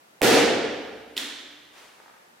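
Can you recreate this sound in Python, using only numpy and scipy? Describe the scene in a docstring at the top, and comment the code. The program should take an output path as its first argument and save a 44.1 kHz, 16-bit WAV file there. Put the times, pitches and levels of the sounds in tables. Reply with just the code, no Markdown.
"""Ball slammed and caught in a gym

A heavy rubber ball slams onto the hard floor of a large gym and is caught with a slap of both hands.
Damped sines and decaying noise make the blows; delayed blows, filling and dying noise and low modes
make the hall. Sliding hands hiss as shaped noise, then creak as slip pulses through resonators.
Steady noise is the ventilation and microphone hiss, and a limiter holds down the loudest moments."""
import sys
import numpy as np
from scipy import signal
from scipy.fft import rfft, irfft, next_fast_len
from scipy.io import wavfile
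from scipy.ndimage import uniform_filter1d, minimum_filter1d

SR = 44100
rng = np.random.default_rng(int(sys.argv[2]) if len(sys.argv) > 2 else 0)


def field_ratio(decibels):
    """Amplitude ratio for a level in dB (20 dB per decade); scalars and array-likes work."""
    return 10 ** (np.asarray(decibels, dtype=float) / 20)


def unload_audio(sound):
    """Save the sound as a 16-bit wav file, at the path given as the first command line argument."""
    columns = np.transpose(np.atleast_2d(sound))
    # keep every value between -1 and 1, then stretch to whole-number steps
    steps = np.round(np.clip(columns, -1, 1) * 32767)
    wavfile.write(sys.argv[1], SR, steps.astype(np.int16))


N = 105840
SLAM_S = 0.2175  # arrival of the slam through the air


def unit(x):
    """Normalization: scales a signal to rms 1."""
    return x / np.sqrt(np.mean(x ** 2) + 1e-20)


def along(points, hz):
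    """Spectral interpolation: (Hz, value) points joined on a logarithmic frequency axis."""
    f, v = np.transpose(points)
    return np.interp(np.log(hz + 1), np.log(f + 1), v)


def filtered(x, response):
    """Linear filtering: the spectrum of x times a complex response of frequency."""
    m = next_fast_len(N + SR // 2)
    return irfft(rfft(x, m) * response(np.fft.rfftfreq(m, 1 / SR)), m)[..., :N]


def coloured_noise(colour):
    """Spectral shaping: mono noise of rms 1 with a colour of (Hz, dB) points."""
    return unit(filtered(rng.standard_normal(N), lambda hz: field_ratio(along(colour, hz))))


def since(s):
    """Elapsed time: seconds after moment s, zero before it."""
    return np.clip(np.arange(N) / SR - s, 0, None)


def ring(s, hz, t60, rise_s):
    """Damped oscillation: a sine that starts at s, builds up and decays exponentially."""
    t = since(s)
    return np.sin(2 * np.pi * hz * t) * field_ratio(-60 * t / t60) * (1 - np.exp(-t / rise_s))


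def pan(x, db):
    """Intensity stereo: mono to two channels with a left-right level difference."""
    return x * field_ratio([[db / 2], [-db / 2]])


def diffuse_noise(colour_db, alike):
    """Partial coherence: stereo noise of rms 1 whose mid-side balance sets the left-right likeness."""
    def response(hz):
        angle = np.arccos(np.clip(along(alike, hz), -1, 1)) / 2
        return field_ratio(colour_db(hz)) * [np.cos(angle), np.sin(angle)]

    mid, side = filtered(rng.standard_normal((2, N)), response)
    return unit(np.array([mid + side, mid - side]))


# Spectrum of ventilation and microphone hiss. Each row: frequency in Hz, relative density in dB per Hz.
AIR_COLOUR = [(15, -71), (25, -46), (80, -26), (123, -10), (170, -6.5), (659, -2.5), (1500, -5.5),
              (5000, -15), (14400, -21), (16000, -31)]
# Coherence of that noise. Each row: frequency in Hz, left-right likeness from -1 to 1.
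AIR_LIKENESS = [(60, 0.9), (240, 0.72), (950, -0.36), (3770, -0.19), (15000, -0.03)]


def air():
    """Stationary noise: ventilation and microphone hiss at a constant -56.5 dB rms."""
    return field_ratio(-56.5) * diffuse_noise(lambda hz: along(AIR_COLOUR, hz), AIR_LIKENESS)


def tremor():
    """Structure-borne sound: faster in the slab than in air, it arrives ahead of the crack."""
    lead_s, hz, t60_s, rise_s = 0.00566, 778, 0.014, 0.0028
    return field_ratio(-17.5) * pan(ring(SLAM_S - lead_s, hz, t60_s, rise_s), -24.5)


# Spectrum of the crack. Each row: frequency in Hz, relative level in dB.
CRACK_COLOUR = [(300, -15), (1500, 15), (2500, 4), (6000, 9.5), (11000, 8), (16000, -7)]


def blow(s):
    """Impact radiation: a noise crack, a sharp ring near 2.4 kHz at contact and the thud of the flattening
    shell."""
    crack_t60_s = 0.00039
    crack = field_ratio(5.5 - 60 * since(s) / crack_t60_s) * coloured_noise(CRACK_COLOUR) * (since(s) > 0)
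    snap = field_ratio(5) * ring(s, 2390, 0.0024, 0.0001)
    thud_lag_s = 0.0017
    thud = field_ratio(0.5) * ring(s + thud_lag_s, 500, 0.015, 0.00052)
    return crack - snap + thud


def slab_push():
    """Elastic yielding: the slab gives under the weight as a damped 50 Hz oscillation."""
    return field_ratio(-29) * pan(ring(SLAM_S, 50, 0.09, 0.002), -13)


# Air in the ball, ringing on in the hall. Each row: frequency in Hz, level at the slam in dB,
# level at the catch in dB, t60 in seconds. Levels apply before build-up and decay.
CAVITY_MODES = [(282, -26, -49, 1.1), (295.1, -22.5, -47.5, 1.56), (431, -21, -64, 0.9),
                (447.2, -17.5, -70, 1.34)]


def cavity(s, level_column, rise_s):
    """Cavity resonance: the enclosed air rings in damped modes, with levels from the given column."""
    return sum(field_ratio(row[level_column]) * ring(s, row[0], row[3], rise_s) for row in CAVITY_MODES)


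# Standing waves of the room. Each row: frequency in Hz, level before build-up and decay in dB,
# t60 in seconds.
ROOM_MODES = [(63, -55, 2), (70.8, -51.5, 3.33), (120.8, -34, 0.92), (159.3, -35, 1.3)]


def room_modes():
    """Modal superposition: low standing waves build up, beat together and decay."""
    return sum(field_ratio(db) * ring(SLAM_S, hz, t60, 0.025) for hz, db, t60 in ROOM_MODES)


# Decay of the hall. Each row: frequency in Hz, t60 in seconds.
HALL_DECAY = [(30, .8), (60, 1.9), (160, 1.26), (420, 1.318), (1100, 1.455), (2900, 1.347), (6000, 1.033),
              (10000, 0.63), (15000, 0.4)]
# Coherence of the diffuse field. Each row: frequency in Hz, left-right likeness from -1 to 1.
HALL_LIKENESS = [(60, 0.37), (150, 0.95), (380, 0.68), (950, 0.62), (2380, 0.64), (5980, 0.38),
                 (15000, -0.3)]
# Stereo balance of the hall. Each row: frequency in Hz, left-right difference in dB.
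HALL_BALANCE = [(60, -3), (240, 1), (950, -1.5), (3770, -1.5), (15000, -2.5)]


def hall(s, colour_db, fill_s):
    """Reverberation: a diffuse field fills up after s, and each frequency decays at its own rate."""
    hz, t, z = signal.stft(diffuse_noise(colour_db, HALL_LIKENESS), SR, nperseg=1024)
    decay_db = -60 * np.clip(t - s, 0, None) / along(HALL_DECAY, hz)[:, None]
    balance_db = np.multiply.outer([0.5, -0.5], along(HALL_BALANCE, hz))[..., None]
    tail = signal.istft(z * field_ratio(decay_db + balance_db), SR, nperseg=1024)[1][:, :N]
    return tail * (1 - np.exp(-since(s) / fill_s))


# Narrow peaks in the slam tail's noise spectrum. Each row: centre in Hz, half-width at 1/e of the
# dB value in Hz, height in dB.
TAIL_PEAKS = [(253, 11.5, 4.5), (557, 28, 0), (688, 10, 1.5), (729, 10, 4)]


def tail_peaks_db(hz):
    """Spectral emphasis: bell-shaped lifts around the listed centres."""
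    return sum(db * np.exp(-((hz - centre) / width) ** 2) for centre, width, db in TAIL_PEAKS)


# Broad spectrum of the slam's tail, before the narrow peaks. Each row: frequency in Hz,
# relative density in dB per Hz.
SLAM_COLOUR = [(15, -72), (25, -52), (100, -24.5), (242, -6.5), (344, -4), (470, 1), (624, -8), (800, -9.5),
               (1050, -18.5), (1560, -13), (2410, -15), (3620, -16.5), (8000, -23), (12900, -24),
               (16000, -28)]


def slam_tail():
    """Reverberant response: the hall rings on after the slam, with a few narrow peaks."""
    return field_ratio(-7.5) * hall(SLAM_S, lambda hz: along(SLAM_COLOUR, hz) + tail_peaks_db(hz), 0.019)


# Discrete reflections from the walls. Each row: lag in seconds, level relative to the direct blow in dB,
# left-right difference in dB.
WALL_ECHOES = [(.0135, -13, -20), (.018, -23, -5), (.026, -9.5, 7), (.033, -14, 4)]


def wall_echoes():
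    """Specular reflection: delayed, weaker blows return from the walls."""
    return sum(field_ratio(db) * pan(blow(SLAM_S + lag), side_db) for lag, db, side_db in WALL_ECHOES)


def slam():
    """Superposition: structure-borne, direct, resonant and reflected parts of the slam add up."""
    direct = tremor() + pan(blow(SLAM_S), -0.81) + slab_push()
    ringing = cavity(SLAM_S, 1, 0.019) + room_modes()
    return direct + ringing + slam_tail() + wall_echoes()


# Fingers and palms meeting the ball. Each row: start in seconds, level before the rise and decay in dB,
# t60 in seconds.
HAND_SLAPS = [(1.1636, -36, 0.0073), (1.1669, -22, 0.01), (1.177, -18.5, .016), (1.1835, -22, .008)]
# Spectrum of skin on rubber. Each row: frequency in Hz, relative density in dB per Hz.
SLAP_COLOUR = [(800, -29), (1800, -8.5), (3600, 1.5), (5000, -9), (8000, -16), (15000, -22.5)]


def slaps():
    """Contact noise: fast-rising, decaying bursts of skin on rubber within 20 ms."""
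    envelope = 0
    for s, db, t60 in HAND_SLAPS:
        envelope = envelope + field_ratio(db - 60 * since(s) / t60) * (1 - np.exp(-since(s) / 0.00043))
    return pan(coloured_noise(SLAP_COLOUR) * envelope, -2.4)


# Spectrum of the catch's tail. Each row: frequency in Hz, relative density in dB per Hz.
CATCH_COLOUR = [(90, -47), (170, -26), (240, -5.5), (288, -1.5), (340, -7), (700, -14), (1100, -12.5),
                (2000, -5), (2600, -8), (3500, 0), (4700, -9.5), (7000, -11.5), (16000, -19.5)]


def catch():
    """Impact excitation: slaps, the weight landing in the palms, ringing air and the hall's answer."""
    first_s, weight_s, fill_s = HAND_SLAPS[0][0], HAND_SLAPS[1][0], 0.0085
    pat = field_ratio(-30.5) * ring(weight_s, 395, 0.032, 0.0014)
    tail = field_ratio(-29.5) * hall(first_s, lambda hz: along(CATCH_COLOUR, hz), fill_s)
    return slaps() + pat + cavity(weight_s, 2, fill_s) + tail


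# Loudness of palms sliding on the ball. Each row: time in seconds, noise level in dB.
RUB_LEVEL = [(1.72, -64), (1.75, -54.5), (1.785, -49), (1.85, -51), (1.93, -55.5), (2.1, -60.5), (2.3, -68)]
# Spectrum of the sliding. Each row: frequency in Hz, relative density in dB per Hz.
RUBBER_COLOUR = [(150, -19), (300, -4.5), (900, -1.5), (2500, -3), (7000, -12), (15000, -21.5)]


def rub():
    """Sliding friction: soft noise that swells and fades as palms slide on rubber."""
    level_db = np.interp(np.arange(N) / SR, *np.transpose(RUB_LEVEL), left=-200, right=-200)
    return field_ratio(level_db) * diffuse_noise(lambda hz: along(RUBBER_COLOUR, hz), HALL_LIKENESS)


# Uneven slips of skin. Each row: time in seconds, pulse strength ahead of the resonators in dB.
CREAK_SLIPS = [(1.983, -25), (2.001, -16), (2.02, -24), (2.037, -24), (2.06, -18.5), (2.08, -21.5),
               (2.098, -22.5), (2.116, -33), (2.14, -25), (2.165, -27)]
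# Resonators excited by the slips. Each row: centre in Hz, bandwidth in Hz, peak gain in dB.
CREAK_RESONANCES = [(877, 83, -3.5), (1210, 120, -6), (1730, 400, -8), (444, 230, -15.5)]


def creak():
    """Stick-slip friction: soft pulses excite resonators, and the hall blurs the result."""
    corner_hz = 900  # softens each slip
    slips = 0
    for s, db in CREAK_SLIPS:
        slips = slips + field_ratio(db) * np.exp(-since(s) * 2 * np.pi * corner_hz) * (since(s) > 0)

    def body(f):
        total = 0
        for k, (centre, width, db) in enumerate(CREAK_RESONANCES):
            resonance = 1j * f * width / (centre * centre - f * f + 1j * f * width)
            total = total + (-1) ** k * field_ratio(db) * resonance  # alternating polarity
        return total

    direct = filtered(slips, body)
    t60_s = along(HALL_DECAY, CREAK_RESONANCES[0][0])
    echo = rng.standard_normal((2, SR)) * field_ratio(-60 * np.arange(SR) / SR / t60_s)
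    echo = echo / np.linalg.norm(echo[0])
    blur = signal.fftconvolve(direct[None], echo, axes=1)[:, :N]
    return direct + field_ratio(3.5) * blur


def scene():
    """Superposition: all sources in the gym add linearly."""
    return air() + slam() + catch() + rub() + creak()


def band_limit(x):
    """A steep low-pass at the top of the band."""
    return signal.sosfilt(signal.butter(12, 16680, fs=SR, output="sos"), x)


def record(dry):
    """Peak limiting: gain falls at once and recovers at a steady rate; the top treble is cut off."""
    ceiling_db, look_s, release_db_per_s, top_hz = -5, 0.0012, 93, 15900
    over_db = np.clip(20 * np.log10(np.abs(dry).max(0) + 1e-9) - ceiling_db, 0, None)
    span = max(int(look_s * SR), 3)
    held_db = -minimum_filter1d(-over_db, span)  # moving maximum
    fall_db = release_db_per_s * np.arange(N) / SR
    cut_db = np.maximum.accumulate(held_db + fall_db) - fall_db
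    limited = dry * field_ratio(-uniform_filter1d(cut_db, span))
    mix = filtered(limited, lambda hz: hz < top_hz)
    return band_limit(mix)


dry = scene()
out = record(dry)
unload_audio(out)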